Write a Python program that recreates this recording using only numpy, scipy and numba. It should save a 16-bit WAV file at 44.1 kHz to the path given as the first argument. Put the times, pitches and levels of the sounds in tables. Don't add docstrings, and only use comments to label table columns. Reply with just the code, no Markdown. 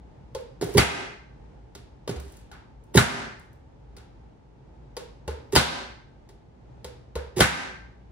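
import sys
import numpy as np
from scipy import signal
from scipy.fft import rfft, irfft, next_fast_len
from scipy.io import wavfile
from scipy.ndimage import uniform_filter1d
from numba import njit

SR = 44100
rng = np.random.default_rng(int(sys.argv[2]) if len(sys.argv) > 2 else 0)


def decibels_to_gain(level_db):
    exponent = np.asarray(level_db, float) / 20
    return 10 ** exponent


def generate_wav(sig):
    pcm = np.round(np.clip(np.atleast_2d(sig).T, -1, 1) * 32767).astype(np.int16)
    wavfile.write(sys.argv[1], SR, pcm)


N = 357651

# pitch_hz, level_db per Hz
HUM_COLOUR = [(22, -7.5), (50, 2), (90, -9), (200, -12.5), (450, -18.5), (1000, -31), (6500, -51.5),
              (14000, -71.5)]
# pitch_hz, width_hz, level_db
FRIDGE_MOTOR = [(55.4, 11, -60), (124, 41, -64.5), (850, 170, -75)]
# pitch_hz, t60_s
ROOM_T60 = [(60, 0.29), (200, 0.61), (1000, 0.55), (1900, 0.61), (3000, 0.52), (5000, 0.54), (9500, 0.38),
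            (16000, 0.25)]
# pitch_hz, level_db
ROOM_COLOUR = [(60, -6.5), (220, 1.5), (1100, 1.5), (2000, 1.5), (2900, 2.5), (5000, -2.5), (10000, -4.5),
               (16000, -1.5)]
# left_s, right_s, level_db
REFLECTIONS = [(.00007, 0, 0), (.0011, .0006, -7), (.0027, .0036, -9), (.0061, .0049, -11)]
# pitch_hz, difference_db
LOW_PAN = [(60, -1.2), (125, -.8), (280, -6), (400, -6), (520, 3.5)]
# pitch_hz, level_db
OVERALL_TONE = [(100, 0), (11500, 0), (11900, -28), (13850, -32), (14050, 2), (15200, 1), (16000, -12),
                (16600, -50)]
# pitch_hz, level_db per Hz
CRACK_COLOUR = [(350, -11.5), (600, -4), (1500, -10), (3900, -11.5), (6500, -12.5), (11000, -13),
                (15000, -23), (17000, -19.5)]
# pitch_hz, level_db, width_hz
LID_PLATES = [(874.4, 19, 37), (1090, -6.5, 130), (1420, 9, 550), (1600, -3.5, 67), (1894, -5.5, 43),
              (2160, -7, 110), (2300, -2.5, 75)]
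# pitch_hz, level_db, t60_s
SHUT_LID_MODES = [(910, -2, .09), (1415, -3.5, .07), (1568, 2.5, 0.24), (1960, -8.5, .08), (2142, 0, .12),
                  (2168, -9, 0.023), (2622, -0.5, .07), (3216, -6, .06), (4800, -3.5, 0.18)]
# pitch_hz, level_db, t60_s
BLADE_FRAME = [(2720, -21, 0.026), (3154, -4, 0.054), (4170, -14, 0.013), (4330, -1, 0.075),
               (5280, -11.5, 0.013)]
# pitch_ratio, level_db, decay_share
BOX_MODES = [(.84, -4, .9), (1, 0, 1), (1.06, -3, .8), (1.17, -5, .7), (1.38, -12, .6), (1.9, -9, .8),
             (2.25, -11, .6)]
# pitch_hz, level_db, t60_s
COUNTER_MODES = [(70, 0, 0.4), (118, -5, 0.05), (148, -8, 0.07), (256, -14, 0.033)]
# pitch_hz, level_db, t60_s
THUD_MODES = [(70.7, -4, 0.27), (93.4, -2.5, 0.12), (114.6, 1, 0.13), (161.7, 1, 0.11), (200, -2, 0.076),
              (246, -2, 0.074)]
# start_s, level_db
TICKS = [(0.6406, -35.5), (0.7179, -52.5), (0.739, -41.5), (2.1984, -44), (2.2964, -60), (2.3209, -51),
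         (2.368, -51.5), (2.8374, -63), (2.958, -23), (3.395, -55.5), (3.456, -72), (3.5294, -63),
         (7.3741, -49)]
# start_s, crack_db, shell_db, box_db, thump_db
OPEN_TAPS = [
    (0.3482, -37.5, -46.5, -35, -43),
    (3.9658, -46.5, -48.5, -57, -47.5),
    (4.9666, -35, -47, -39, -46),
    (5.2773, -37, -34, -35, -29.5),
    (6.8439, -38, -53, -42, -40.5),
    (7.1542, -38, -31, -32, -29.5),
]
# start_s, crack_db, shell_db, box_db, thump_db
SHUT_TAPS = [
    (1.5325, -87, -61.5, -64, -64.5),
    (1.7502, -42, -61.5, -52, -45),
    (2.1604, -47.5, -43, -52, -29.5),
    (2.5145, -49.5, -36, -58, -51.5),
    (6.2892, -53.5, -74, -60, -63),
]
# start_s, crack_db, box_db, box_hz, thud_db
NUDGES = [
    (0.612, -34, -34, 357, -28.5),
    (0.624, -37, -26.5, 385, -41.5),
    (0.6902, -46.5, -40.5, 373.7, -42.5),
    (2.0758, -35.5, -34.5, 502, -29),
    (2.0924, -38.5, -33, 387.5, -40),
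]
# start_s, end_s, start_db, end_db
CUTS = [
    (0.613, .714, -48.5, -62),
    (0.711, .764, -63, -43),
    (0.765, .781, -35, -15),
    (2.087, 2.158, -44.5, -84.5),
    (2.194, 2.42, -67, -71),
    (2.937, 2.973, -44, -24.5),
    (5.519, 5.542, -42, -44),
    (5.547, 5.562, -23, -20),
    (7.359, 7.396, -46.5, -34.5),
    (7.395, 7.408, -33, -20.5),
]
# start_s, box_db, box_hz, thud_db, length_s
PRESSES = [
    (0.746, -18, 403.4, -16, 0.032),
    (2.951, -13, 393.2, -7.5, 0.007),
    (5.528, -23, 385, -28, 0.019),
    (7.362, -27, 370.7, -30, 0.045),
    (7.391, -22.5, 476.5, -39.5, 0.006),
]
# start_s, crack_db, shell_db, body_db (box and thud), lean_hz (loudest plates)
SLAMS = [
    (.780, -3.5, -14, -5.5, 2300),
    (2.974, -2.5, -14.5, -9.5, 1600),
    (5.561, -4.5, -13.5, -8, 4000),
    (7.406, -4.5, -12.5, -8.5, 1939),
]

OPEN_BOX_HZ, SHUT_BOX_HZ = 470, 385
LIGHT_LEAN_HZ = 4500


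def unit(x):
    return x / np.sqrt(np.mean(x ** 2))


def on_log(points, hz):
    f, v = np.transpose(points)
    return np.interp(np.log(np.maximum(hz, 1)), np.log(f), v)


def shaped(x, gain):
    n = next_fast_len(x.shape[-1])
    hz = np.arange(n // 2 + 1) * SR / n
    return irfft(rfft(x, n) * gain(hz), n)[..., :x.shape[-1]]


def convolve(x, kernel):
    return signal.fftconvolve(x, kernel, axes=-1)[..., :N]


def add(out, start_s, x):
    i = int(start_s * SR)
    out[i:i + len(x)] += x[:len(out) - i]


def stereo_noise(size, alike_hz):
    mid, side = rng.standard_normal((2, size))
    side = shaped(side, lambda hz: np.clip(hz / alike_hz, 0, 1) ** 0.7)
    return np.array([mid + side, mid - side])


def hum():
    air = unit(shaped(stereo_noise(N, 520), lambda hz: decibels_to_gain(on_log(HUM_COLOUR, hz)))) * decibels_to_gain(-57)

    def motor_bands(hz):
        total = 0
        for centre_hz, width_hz, db in FRIDGE_MOTOR:
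            resonance = 1 / (1 + (2 * (hz - centre_hz) / width_hz) ** 2)
            total = total + decibels_to_gain(db) * np.sqrt(2 * SR / (np.pi * width_hz)) * resonance
        return total

    motor = shaped(stereo_noise(N, 600), motor_bands)
    drift_db = unit(shaped(rng.standard_normal(N), lambda hz: (hz > 0) * (hz < 2.5)))
    return (air + motor) * decibels_to_gain(drift_db)


def kitchen(x):
    t, noise, tail = np.arange(SR) / SR, stereo_noise(SR, 600), 0
    for hz in 40 * 2 ** np.arange(0, 9, .5):
        band = shaped(noise, lambda f: np.clip(1 - 2 * np.abs(np.log2((f + 1) / hz)), 0, 1))
        tail = tail + band * decibels_to_gain(on_log(ROOM_COLOUR, hz) - 60 * t / on_log(ROOM_T60, hz))
    build_up = 1 - np.exp(-t / 0.0067)
    return convolve(x[None], tail * build_up * decibels_to_gain(-33))


def near_reflections(x):
    paths = np.zeros((2, 600))
    for left_s, right_s, db in REFLECTIONS:
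        paths[[0, 1], [int(left_s * SR), int(right_s * SR)]] += decibels_to_gain(db)
    return convolve(x[None], paths)


def low_stereo(low):
    halves = np.array([[.5], [-.5]])
    return shaped(np.array([low, low]), lambda hz: decibels_to_gain(on_log(LOW_PAN, hz) * halves))


def crack_colour(hz):
    return decibels_to_gain(on_log(CRACK_COLOUR, hz))


def plate_colour(hz):
    power = sum(decibels_to_gain(2 * db) / (1 + (2 * (hz - f) / width) ** 2) for f, db, width in LID_PLATES)
    return np.sqrt(power)


def burst(size, gain, t60, rise_s, grain_db=0.):
    t = np.arange(size) / SR
    grains = np.repeat(decibels_to_gain(grain_db * rng.standard_normal(size // 64 + 1)), 64)[:size]
    grains = uniform_filter1d(grains, size=16)
    spray = unit(shaped(rng.standard_normal(size) * grains, gain))
    return spray * decibels_to_gain(-60 * t / t60) * (1 - np.exp(-t / rise_s))


def ring(modes, swell_s, size, spread_db=0.5, detune=0.023):
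    t = np.arange(size) / SR
    hz, db, t60 = np.transpose(modes)[:, :, None]
    level_luck, pitch_luck = rng.standard_normal((2, len(modes), 1))
    tones = np.sin(2 * np.pi * hz * (1 + detune * pitch_luck) * t)
    y = (decibels_to_gain(db + spread_db * level_luck) * tones * decibels_to_gain(-60 * t / t60)).sum(0)
    y = y * (1 - np.exp(-(t / swell_s) ** 2))
    return y / np.abs(y).max()


def blows(table, base, crack_t60, rattle_db, rattle_t60, shell_t60, box_t60, box_swell_s, base_swell_s,
          send_db, plates_db):
    bright, low, send = np.zeros((3, N))
    size, short = SR // 2, SR // 4
    pulse, window = 1. * (np.arange(4096) == 256), np.hanning(512)
    for start_s, crack_db, shell_db, box_db, box_hz, thump_db, lean_hz in table:
        lean = lambda hz: decibels_to_gain(4.4 * np.exp(-np.log2((hz + 1) / lean_hz) ** 2 / 0.24))
        hard = lambda hz: lean(hz) * crack_colour(hz)
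        plates = lambda hz: lean(hz) * plate_colour(hz)

        crack = burst(short, hard, crack_t60, .0012)
        rattle = burst(short, hard, rattle_t60, 0.0053, grain_db=5.5)
        blades = ring(BLADE_FRAME, 0.0008, short, spread_db=4, detune=0.05)
        add(bright, start_s, decibels_to_gain(crack_db) * (crack + decibels_to_gain(rattle_db) * rattle + decibels_to_gain(-10) * blades))
        add(bright, start_s, decibels_to_gain(shell_db) * burst(short, plates, shell_t60, 0.002, grain_db=2))

        for colour, db in ((hard, crack_db + send_db), (plates, shell_db + plates_db)):
            snap = unit(shaped(pulse, colour)[:len(window)] * window)
            add(send, start_s - .004, decibels_to_gain(db) * snap)

        box = [(ratio * box_hz, db, share * box_t60) for ratio, db, share in BOX_MODES]
        add(low, start_s, decibels_to_gain(box_db + 4) * ring(box, box_swell_s, size))
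        add(low, start_s, decibels_to_gain(thump_db - 4) * ring(base, base_swell_s, size))
    return np.array([bright, low, send])


def ticks():
    out = np.zeros(N)
    colour = lambda hz: np.exp(-np.log2((hz + 1) / 8800) ** 2 / 1.3)
    for start_s, db in TICKS:
        add(out, start_s, decibels_to_gain(db + 2.5) * burst(2048, colour, 0.015, .001))
    return out


def taps():
    knocks = []
    for table, box_hz in ((OPEN_TAPS, OPEN_BOX_HZ), (SHUT_TAPS, SHUT_BOX_HZ)):
        for start_s, crack, shell, box, thump in table:
            knocks.append((start_s, crack, shell, box, box_hz, thump, LIGHT_LEAN_HZ))
    return blows(knocks, COUNTER_MODES, crack_t60=0.028, rattle_db=-15, rattle_t60=0.18, shell_t60=0.0096,
                 box_t60=.09, box_swell_s=0.0052, base_swell_s=0.0033, send_db=-13, plates_db=-17)


def nudges():
    shifts = [(start_s, crack, crack - 7.5, box, box_hz, thud, LIGHT_LEAN_HZ)
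              for start_s, crack, box, box_hz, thud in NUDGES]
    return blows(shifts, THUD_MODES[1:], crack_t60=0.022, rattle_db=-6.5, rattle_t60=0.11, shell_t60=0.02,
                 box_t60=0.071, box_swell_s=0.0023, base_swell_s=0.025, send_db=-13, plates_db=-14)


def shearing():
    t, gain = np.arange(N) / SR, np.zeros(N)
    for start_s, end_s, start_db, end_db in CUTS:
        attack = np.clip((t - start_s) / .007, 0, 1) ** 2
        gain += decibels_to_gain(np.interp(t, [start_s, end_s], [start_db, end_db])) * attack * (t < end_s)
    clicks = (rng.random(N) < .05) * decibels_to_gain(2.5 * rng.exponential(size=N))
    cells = rng.standard_normal(N) * (0.31 + clicks)
    cells = shaped(cells, lambda hz: decibels_to_gain(on_log(CRACK_COLOUR, hz) + 0.5 * np.log2(1 + hz / 2000)))
    return unit(cells) * uniform_filter1d(gain, size=90) * decibels_to_gain(-1)


def presses():
    out, size = np.zeros(N), SR // 4
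    t = np.arange(size) / SR
    for start_s, box_db, box_hz, thud_db, length_s in PRESSES:
        swell_s = min(.22 * length_s, 0.0096)
        hold = np.exp(-np.maximum(t - length_s, 0) / 0.0047)
        box = [(box_hz, 0, .3), (0.75 * box_hz, -12, .1), (1.3 * box_hz, -12, .1), (2.35 * box_hz, -17, .06)]
        add(out, start_s, decibels_to_gain(box_db) * ring(box, swell_s, size) * hold)
        add(out, start_s, decibels_to_gain(thud_db) * ring(THUD_MODES[1:], 0.02, size))
    return out


def shut_lid():
    out = np.zeros(N)
    for start_s, _, shell_db, *_ in SLAMS:
        modes = ring(SHUT_LID_MODES, 0.00072, SR // 4, spread_db=2.5, detune=0.005)
        add(out, start_s, decibels_to_gain(shell_db - 6) * modes)
    return out


def slams():
    hits = [(start_s, crack, shell, body - 6, SHUT_BOX_HZ, body, lean_hz)
            for start_s, crack, shell, body, lean_hz in SLAMS]
    return blows(hits, THUD_MODES, crack_t60=0.015, rattle_db=-18, rattle_t60=0.07, shell_t60=0.045,
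                 box_t60=0.11, box_swell_s=0.0012, base_swell_s=0.0032, send_db=-8.5, plates_db=-9.5)


def scene():
    bright, low, send = taps() + nudges() + slams()
    wet = shearing() + ticks()
    low = low + presses()
    lid = shut_lid()
    echo = kitchen(send + wet + decibels_to_gain(4.5) * lid + decibels_to_gain(-5) * low)
    return near_reflections(bright + wet + lid) + low_stereo(low) + echo + hum()


@njit
def duck(over_db, attack, release):
    out, loss = np.empty(len(over_db)), 0.
    for i in range(len(over_db)):
        loss += (over_db[i] - loss) * (attack if over_db[i] > loss else release)
        out[i] = loss
    return out


def top_cut(x):
    return signal.sosfilt(signal.butter(12, 16990, fs=SR, output="sos"), x)


def record(dry):
    x = shaped(dry, lambda hz: decibels_to_gain(on_log(OVERALL_TONE, hz)))
    x = signal.sosfilt(signal.butter(3, 52, "high", fs=SR, output="sos"), x)
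    level_db = 10 * np.log10(uniform_filter1d(np.mean(x ** 2, 0), size=882) + 1e-12)
    over_db = .9 * np.maximum(level_db + 35, 0)
    loss_db = duck(over_db, 1 / (.08 * SR), 1 / (0.048 * SR))
    mix = np.tanh(1.516 * x * decibels_to_gain(-loss_db)) / 0.71
    return top_cut(mix)


dry = scene()
out = record(dry)
generate_wav(out)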